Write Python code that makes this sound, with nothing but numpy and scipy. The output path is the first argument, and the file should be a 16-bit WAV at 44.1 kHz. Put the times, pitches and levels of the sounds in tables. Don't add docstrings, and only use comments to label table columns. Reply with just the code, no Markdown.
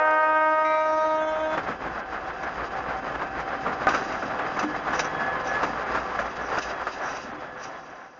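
import sys
import numpy as np
from scipy import signal
from scipy.fft import rfft, irfft, next_fast_len
from scipy.io import wavfile

SR = 44100
rng = np.random.default_rng(int(sys.argv[2]) if len(sys.argv) > 2 else 0)


def master(y):
    cut = np.clip(np.atleast_2d(y).T, -1, 1)
    pcm = np.round(cut * 32767)
    wavfile.write(sys.argv[1], SR, pcm.astype(np.int16))


N = 361179
T = np.arange(N) / SR

# time in seconds, pitch in Hz.
HORN_PITCH = [(0, 310.7), (.2, 311.3), (.52, 312.1), (1.0, 312.5), (1.3, 313.1), (1.6, 313.2)]
# time in seconds, angle (0 head-on, 1 at a slant, 2 side-on).
HORN_ANGLE = [(0, 0), (.45, .1), (.7, .55), (.93, 1), (1.1, 1.15), (1.25, 1.9), (1.6, 2)]
# harmonic number, then its level in dB head-on, at a slant, side-on.
MAIN_CHIME = [(1, -15, -14.5, -14.5), (2, -.5, 0, -1), (3, -1.5, -3, -8), (4, -1.5, -4, -11),
              (5, -2.5, -15.5, -13), (6, -13, -20.5, -30), (7, -16.5, -26, -24), (8, -20, -32, -30),
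              (9, -28, -35, -36), (10, -32.5, -38, -28), (11, -39, -39, -28), (12, -42, -34, -38),
              (13, -47, -39.5, -42), (14, -45, -42.5, -53), (15, -50, -39, -49), (16, -41.5, -38.5, -53),
              (17, -47, -48, -42), (18, -50, -36, -45), (19, -47, -51, -47), (20, -51, -36, -41),
              (21, -58, -50, -53), (22, -55, -54, -46)]
# centre in seconds, depth in dB, length in seconds.
FUNDAMENTAL_DIPS = [(.04, -4, .14), (.22, -10, .1), (.59, -8, .13), (.8, -6, .22), (1.025, -12, .09),
                    (1.355, -10, .08)]
# pitch ratio to the
# main chime, harmonic number, opening level in dB within the horn, fade in dB per second.
WEAK_CHIMES = [(1.214, 1, -33, 8), (1.214, 2, -10, 26), (1.214, 3, -20, 20), (1.211, 4, -22, 10),
               (1.643, 1, -12.5, 34), (1.643, 2, -28, 10), (1.643, 3, -23, 14), (1.807, 1, -31, 14),
               (1.807, 3, -27, 8)]
# frequency in Hz, relative gain in dB.
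RASP_EQ = [(1000, -10), (2200, 0), (3000, -2), (4000, -5), (5000, 1), (6200, -3), (7200, -14)]

# time in seconds, wheel fader in dB, body rumble fader in dB.
PASS_BY = [(0, -31.5, -66), (.4, -41, -58), (1.15, -37, -50), (1.45, -32.5, -49), (1.6, -31, -39.5),
           (2.1, -33.5, -46.5), (2.7, -30, -43), (3.3, -32, -43), (3.7, -29, -40), (4.2, -30, -40.5),
           (4.7, -29, -40.5), (5.45, -27, -42), (6.1, -29, -41.5), (6.9, -30.5, -47), (7.3, -35, -49),
           (7.75, -37.5, -50.5), (8.19, -47, -58)]
# time in seconds, 1 far to 0 near.
DISTANCE = [(0, 1), (1.1, 1), (1.55, 0)]
# centre in seconds, depth in dB, length in seconds.
ROAR_DIPS = [(1.635, -3.5, .08), (1.78, -6, .08), (4.69, -5.5, .11), (6.857, -6, .035), (6.985, -3, .06)]
# frequency in Hz, relative gain in dB.
ROAR_EQ = [(250, -18), (380, -7.5), (520, -0.5), (760, 2), (930, -1.5), (1250, 1), (1600, -2), (2000, -7.5),
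           (2600, -18), (3300, -24.5), (4200, -28), (6000, -55.5)]
RUMBLE_EQ = [(25, -21.5), (60, -17), (90, -7.5), (130, -2), (200, -1.5), (290, 2.5), (380, -1), (550, -9),
             (1000, -49)]
FLANGE_EQ = [(1900, -31.5), (2550, 17.5), (3000, 9.5), (3550, 1), (3900, 10), (4250, -2.5), (4800, 12.5),
             (5400, 5), (6100, 4), (6600, 2), (6900, 0), (7400, -20)]

# pitch in Hz, width in Hz, pre-fader dB approaching, then alongside.
ENGINE_TONES = [(379, 10, -61, -60), (505, 22, -58, -51), (695, 110, -50, -53), (771, 24, -43.5, -47.5),
                (1036, 12, -55, -50), (1157, 10, -62, -53), (1555, 24, -51, -56), (1697, 14, -56, -50),
                (2530, 10, -62, -74), (2580, 10, -62, -74), (2686, 10, -62, -72), (3085, 70, -68, -65),
                (3360, 60, -73, -67.5)]
# time in seconds, fader in dB, position (0 approaching, 1 alongside).
ENGINE_RIDE = [(0, -10.5, 0.062), (1, -6, 0.18), (1.6, 2.5, 0.6), (3.5, 5, 0.29), (4.8, 6, 1), (5.5, 6, 1),
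               (6.3, 1.5, 1), (7, -1.5, 0.71), (7.6, -2, 1), (8.19, -12.5, 1)]
# time in seconds, level in dB.
EXHAUST_RIDE = [(0, -67), (.7, -59.5), (1.3, -55.5), (1.65, -48.5), (3.2, -49.5), (4.2, -53.5),
                (6.2, -50.5), (7.3, -57.5), (7.8, -66), (8.19, -75)]
# frequency in Hz, relative gain in dB.
EXHAUST_EQ = [(20, -18.5), (36, -10), (50, -3), (64, -1.5), (85, -11), (140, -32.5), (400, -71)]

# start in seconds, strength in dB, 60 dB decay time in seconds.
CLINKS = [(.108, -37.5, 0.014), (0.139, -44, .014), (2.43, -45, .1), (3.4, -44.5, 0.09),
          (3.888, -30, 0.076), (3.943, -33, 0.11), (4.121, -40, .08), (4.591, -30, 0.09), (4.627, -42, 0.2),
          (4.932, -41, .1), (4.992, -22.5, 0.1), (5.47, -39, .15), (5.631, -37, 0.11), (6.197, -45, .1),
          (6.584, -29, 0.054), (6.621, -34.5, 0.12), (7.165, -38, 0.055), (7.635, -35, 0.079)]
# pitch in Hz, relative level in dB, undamped decay time in seconds.
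STEEL_MODES = [(2720, -3.5, 0.083), (3020, -7.5, .08), (3750, -6.5, 0.12), (4080, -6, .07),
               (4790, -3.5, 0.15), (5160, -5.5, .08), (5630, -4, 0.12), (6060, -1.5, 0.14),
               (6200, -7.5, .08), (6900, -10.5, .1)]
# frequency in Hz, relative gain in dB.
CLINK_EQ = [(1200, -14.5), (2000, 6), (2700, 14.5), (3400, -6), (3900, 6.5), (4300, -4.5), (4900, 2),
            (5400, 3), (5950, 3.5), (6700, -1), (7400, -19)]
# pitch in Hz, level in dB, decay time in seconds.
BELL_MODES = [(2088, -32, .62), (2328, -34, 1.15), (3838, -44, 1), (5250, -53, .4), (5680, -52, .35),
              (6040, -54, .25)]

# start in seconds, level in dB, attack in seconds,
# decay time in seconds, send to the wheel's ring in dB.
KNOCKS = [(1.51, -30, 0.022, .07, -21), (1.569, -21.5, 0.011, 0.12, -22), (1.67, -32.5, 0.043, 0.25, -19),
          (1.835, -32, 0.04, 0.11, -21), (2.115, -31, 0.02, .11, -20), (2.27, -36.5, 0.017, 0.059, -16),
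          (2.428, -28.5, 0.0083, 0.067, -11), (3.135, -26.5, 0.022, 0.05, -12), (3.21, -30, 0.015, .1, -16),
          (3.371, -29, 0.02, 0.21, -18.5), (3.655, -25.5, 0.012, 0.16, -15),
          (3.8675, -18.5, 0.0025, 0.05, 11), (3.877, -19.5, 0.006, 0.26, 3.5), (3.898, -25.5, .005, .1, 2),
          (3.932, -20, 0.018, 0.13, -9), (4.221, -26.5, 0.0062, 0.11, -15),
          (4.385, -24.5, 0.0085, 0.13, -10), (4.563, -24, 0.012, 0.035, -2),
          (4.588, -19.5, 0.0036, 0.036, -9), (4.618, -22.5, 0.02, 0.054, -14),
          (4.858, -25.5, 0.026, 0.13, -9), (4.922, -22, 0.016, 0.2, -4), (4.993, -18, 0.00069, 0.078, -17),
          (5.043, -27.5, 0.0048, 0.087, -17), (5.531, -27, 0.023, 0.23, -7),
          (5.618, -21, 0.02, 0.097, -8.5), (5.941, -23, 0.011, 0.24, -7),
          (6.189, -19.5, 0.0015, 0.077, -24), (6.51, -26.5, 0.016, 0.34, -9), (6.563, -25, 0.017, 0.049, 5),
          (6.582, -23.5, 0.003, 0.046, -19), (6.809, -31, 0.0082, 0.07, -1),
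          (6.868, -21.5, 0.00045, 0.1, -4), (7.01, -31, 0.034, 0.75, -21)]
# pitch in Hz, relative level in dB, decay time in seconds.
WHEEL_MODES = [(746, -3, 0.046), (990, -14.5, 0.04), (1232, -4.5, 0.12), (1490, -3.5, 0.081),
               (1770, -15, 0.06)]
# frequency in Hz, relative gain in dB.
KNOCK_EQ = [(60, -34), (200, -6.5), (450, -1), (750, 2), (1000, 2.5), (1300, 3), (1600, 2), (2000, -7.5),
            (2800, -15.5), (4000, -26), (7000, -33.5)]
# start in seconds, strength in dB, frequency driven hardest in Hz.
THUDS = [(3.69, -24.5, 269), (3.947, -34, 240), (4.235, -28, 262), (4.4, -27.5, 300), (4.631, -23.5, 230),
         (4.642, -18.5, 305), (5.215, -25.5, 245), (5.634, -25.5, 287), (5.7, -28.5, 250),
         (5.945, -29.5, 287), (7.245, -30.5, 240), (7.29, -32, 215), (7.325, -32, 305)]
# pitch in Hz, relative level in dB, decay time in seconds.
FRAME_MODES = [(192, -13, .18), (219, -7.5, .28), (239.6, -7.5, .25), (262, -8, 0.3), (300, -4, 0.37),
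               (327, -14.5, .17)]
# peak in seconds, hiss in dB, rim sizzle in dB, length in seconds.
SCRAPES = [(3.978, -43.5, -54, 0.25), (4.197, -48, -63, 0.24), (4.965, -47, -50, 0.1),
           (5.003, -52, -38, .03), (5.05, -53, -48, .07), (5.493, -55, -53, 0.13), (5.67, -48, -66, 0.14),
           (5.98, -51, -66, 0.16), (6.242, -53, -60, 0.34), (6.46, -60, -54, .12), (6.633, -45, -57, 0.29),
           (6.934, -49, -61, 0.19), (7.074, -48, -47, 0.14), (7.165, -54, -50, 0.046),
           (7.212, -51, -58, 0.26), (7.64, -57, -54, 0.15), (7.9, -63.5, -67, 0.78)]
# peak in seconds, length in seconds, pitch in Hz, level in dB.
WHINES = [(5.145, 1.5, 157.2, -51.5), (5.3, .32, 1700, -35), (5.54, .14, 1696, -30), (6.4, .1, 1695, -38),
          (6.85, .6, 1695, -45), (6.0, .6, 1158, -39.5), (6.65, 1.2, 385, -50), (5.15, .44, 3330, -56),
          (5.54, .14, 3392, -56), (5.402, .99, 2860, -63), (7.75, .9, 1039, -55), (6.35, .5, 3380, -62),
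          (6.75, .3, 3350, -59), (7.4, .3, 3370, -62), (7.77, .2, 3350, -64)]


def undb(db):
    return 10 ** (np.asarray(db) / 20)


def curve(table, column=1):
    rows = np.array(table, float)
    return np.interp(T, rows[:, 0], rows[:, column])


def unit(x):
    return x / np.sqrt(np.mean(x ** 2))


def wobble(rate_hz):
    size = next_fast_len(N)
    hz = np.arange(int(8 * rate_hz * size / SR)) * SR / size
    bins = rng.standard_normal((len(hz), 2)) @ [1, 1j]
    return unit(irfft(bins / (1 + (hz / rate_hz) ** 4), size)[:N])


def eq(x, points):
    size = 4096
    hz, db = np.transpose(points)
    bins = np.maximum(np.arange(size // 2 + 1) * SR / size, 1)
    gain = undb(np.interp(np.log(bins), np.log(hz), db))
    cepstrum = irfft(np.log(gain))
    cepstrum[1:size // 2] *= 2
    cepstrum[size // 2 + 1:] = 0
    response = irfft(np.exp(rfft(cepstrum)))
    return signal.fftconvolve(x, response / np.linalg.norm(response))[:N]


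def attack(rise_s):
    return np.minimum(T[:2 * SR] / rise_s, 1)


def decay(t60):
    return np.exp(-np.log(1000) * T[:2 * SR] / t60)


def swell(peak_s, length_s):
    return np.cos(np.pi * np.clip((T - peak_s) / length_s, -.5, .5))


def ring(modes, detune=0):
    out = 0
    for hz, db, t60 in modes:
        hz *= 1 + detune * rng.standard_normal()
        out += undb(db) * decay(t60) * np.sin(2 * np.pi * hz * T[:2 * SR])
    return out


def add(track, start_s, sound):
    start = int(start_s * SR)
    track[start:start + len(sound)] += sound[:N - start]


def grit(per_s, spread_db):
    sizes = undb(spread_db * np.minimum(rng.exponential(size=N), 5))
    return unit((rng.random(N) < per_s / SR) * sizes * rng.choice([-1, 1], N))


def wavering_tone(hz, width_hz, waver=.6):
    phase = 2 * np.pi * (np.cumsum(hz * (1 + .002 * wobble(2))) / SR + rng.random())
    skirt = wobble(width_hz / 2) * np.cos(phase) + wobble(width_hz / 2) * np.sin(phase)
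    return unit(np.cos(phase) + waver * skirt)


def horn(fader_db=-24.9, rasp_db=-47.5, ease_s=1.15, shut_s=1.54):
    pitch_hz = curve(HORN_PITCH) * (1 + .0005 * wobble(25) + .0003 * wobble(150))
    cycles = .5 + np.cumsum(pitch_hz) / SR
    angle = curve(HORN_ANGLE)
    chord = np.zeros(N)
    for harmonic, *beam_db in MAIN_CHIME:
        flutter_db = (.9 + .3 * angle) * min(harmonic / 4, 2.6) * wobble(10 + harmonic)
        if harmonic == 1:
            dips_db = sum(db * swell(s, length_s) for s, db, length_s in FUNDAMENTAL_DIPS)
            flutter_db += dips_db + 1.2 * wobble(7)
        phase_slip = min(harmonic / 10, 1.5) * wobble(2)
        gain = undb(np.interp(angle, [0, 1, 2], beam_db) + flutter_db)
        chord += gain * np.cos(2 * np.pi * harmonic * cycles + phase_slip)
    for ratio, harmonic, db, fade_db_per_s in WEAK_CHIMES:
        gain = undb(db - fade_db_per_s * T + 1.5 * wobble(12))
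        chord += gain * np.cos(2 * np.pi * harmonic * ratio * cycles)
    puffs = (1 + np.cos(2 * np.pi * cycles)) * rng.standard_normal(N)
    rasp = undb(rasp_db) * eq(puffs, RASP_EQ)
    valve_db = -4 * np.maximum(T - ease_s, 0) - 300 * np.maximum(T - shut_s, 0)
    return (np.sqrt(2) * chord + rasp) * undb(fader_db + valve_db + .6 * wobble(38))


def outdoor_echo(x, t60, wet_db):
    tail = signal.sosfilt(signal.butter(1, 2500, fs=SR, output="sos"), rng.standard_normal(2 * SR))
    tail *= decay(t60) * attack(.0064)
    return undb(wet_db) * signal.fftconvolve(x, tail / np.linalg.norm(tail))[:N]


def tread_surge(start_hz=3.175, speedup_hz_per_s=.026):
    turns = .121 + start_hz * T + speedup_hz_per_s * T ** 2 / 2
    alongside = curve(ENGINE_RIDE, column=2)
    twice_db = np.interp(alongside, [0, 1], [3.6, 1.5]) * np.cos(4 * np.pi * turns)
    once_db = np.interp(alongside, [0, 1], [.8, 1.9]) * np.cos(2 * np.pi * (turns - .28))
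    return (twice_db + once_db) * (1 - .5 * curve(DISTANCE))


def rolling(roar_trim_db=-2.5, hiss_trim_db=-23.5, far_hiss_db=-11, far_treble_db=-8):
    far, wheel_db, body_db = curve(DISTANCE), curve(PASS_BY), curve(PASS_BY, column=2)
    dips_db = sum(db * swell(s, length_s) for s, db, length_s in ROAR_DIPS)
    surge_db = tread_surge() + 1.1 * wobble(30) + dips_db
    roar = eq(grit(per_s=3500, spread_db=1.5), ROAR_EQ) * undb(wheel_db + roar_trim_db + surge_db)
    rumble = eq(grit(per_s=1500, spread_db=3.5), RUMBLE_EQ) * undb(body_db + .46 * surge_db)
    hiss_gain = undb(wheel_db + hiss_trim_db + far_hiss_db * far + .31 * surge_db)
    scrape_gain = sum(undb(db) * swell(s, length_s) for s, db, _, length_s in SCRAPES)
    flange = eq(grit(per_s=7000, spread_db=-1), FLANGE_EQ)
    flange *= np.hypot(hiss_gain, scrape_gain) * undb(2.2 * wobble(22))
    wheels = roar + rumble + flange + rim_sizzle()
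    treble = signal.sosfiltfilt(signal.butter(2, 2800, "high", fs=SR, output="sos"), wheels)
    return wheels + (undb(far_treble_db * far) - 1) * treble


def engine():
    alongside = curve(ENGINE_RIDE, column=2)
    drone = np.zeros(N)
    for hz, width_hz, far_db, near_db in ENGINE_TONES:
        waver = max(width_hz / 22, .6)
        drone += undb(far_db + (near_db - far_db) * alongside) * wavering_tone(hz, width_hz, waver)
    return drone * undb(curve(ENGINE_RIDE))


def exhaust(gas_db=-1):
    gas = unit(eq(rng.standard_normal(N), EXHAUST_EQ))
    throb = wavering_tone(hz=58, width_hz=14)
    return unit(throb + undb(gas_db) * gas) * undb(curve(EXHAUST_RIDE))


def steel_clinks(crash_db=-1.3, ring_db=-9):
    crashes, rings = np.zeros((2, N))
    for start_s, db, t60 in CLINKS:
        strike = undb(db) * attack(.002)
        add(crashes, start_s, strike * decay(t60) * rng.standard_normal(2 * SR))
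        choke = min(t60 / .12, 1)
        modes = [(hz, mode_db + 2 * rng.standard_normal(), mode_t60 * choke)
                 for hz, mode_db, mode_t60 in STEEL_MODES]
        add(rings, start_s, strike * ring(modes, detune=.0053))
    return undb(crash_db) * eq(crashes, CLINK_EQ) + undb(ring_db) * rings


def bell(start_s=.645, beat_hz=3.5, twin_db=-9, clapper_db=-54):
    out = np.zeros(N)
    twins = ring([(hz + beat_hz, db + twin_db, t60) for hz, db, t60 in BELL_MODES])
    clank = eq(rng.standard_normal(2 * SR) * decay(.12), CLINK_EQ)[:2 * SR]
    add(out, start_s, (ring(BELL_MODES) - twins + undb(clapper_db) * clank) * attack(.006))
    return out


def joint_knocks(ring_trim_db=-3):
    clatter, rings = np.zeros((2, N))
    for start_s, db, rise_s, t60, send_db in KNOCKS:
        envelope = np.concatenate([np.linspace(0, 1, int(rise_s * SR)), decay(t60)])[:2 * SR]
        add(clatter, start_s, undb(db) * envelope * rng.standard_normal(2 * SR))
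        add(rings, start_s + rise_s, undb(db + send_db + ring_trim_db) * ring(WHEEL_MODES, detune=.031))
    return eq(clatter, KNOCK_EQ) + rings


def frame_thuds(spread_hz=42):
    out = np.zeros(N)
    for start_s, db, centre_hz in THUDS:
        modes = [(hz, mode_db - min(10 * ((hz - centre_hz) / spread_hz) ** 2, 20), t60)
                 for hz, mode_db, t60 in FRAME_MODES]
        add(out, start_s, undb(db) * ring(modes, detune=.0099) * attack(.0041))
    return out


def rim_sizzle(centre_hz=5850, width_hz=860):
    phase = 2 * np.pi * np.cumsum(centre_hz * (1 + .006 * wobble(12))) / SR
    band = wobble(width_hz / 2) * np.cos(phase) + wobble(width_hz / 2) * np.sin(phase)
    envelope = sum(undb(db) * swell(s, length_s) for s, _, db, length_s in SCRAPES)
    return unit(band * undb(3.2 * wobble(45))) * envelope


def passing_whines():
    return sum(undb(db) * swell(peak_s, length_s) * wavering_tone(hz, width_hz=26, waver=.3)
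               for peak_s, length_s, hz, db in WHINES)


def scene():
    foreground = horn() + steel_clinks() + bell() + joint_knocks() + frame_thuds()
    echo = outdoor_echo(foreground, t60=.7, wet_db=-26)
    bed = rolling() + engine() + exhaust() + passing_whines()
    return (foreground + echo + bed)[None]


def record(dry):
    return signal.sosfilt(signal.ellip(10, .2, 70, 7300, fs=SR, output="sos"), dry)


dry = scene()
out = record(dry)
master(out)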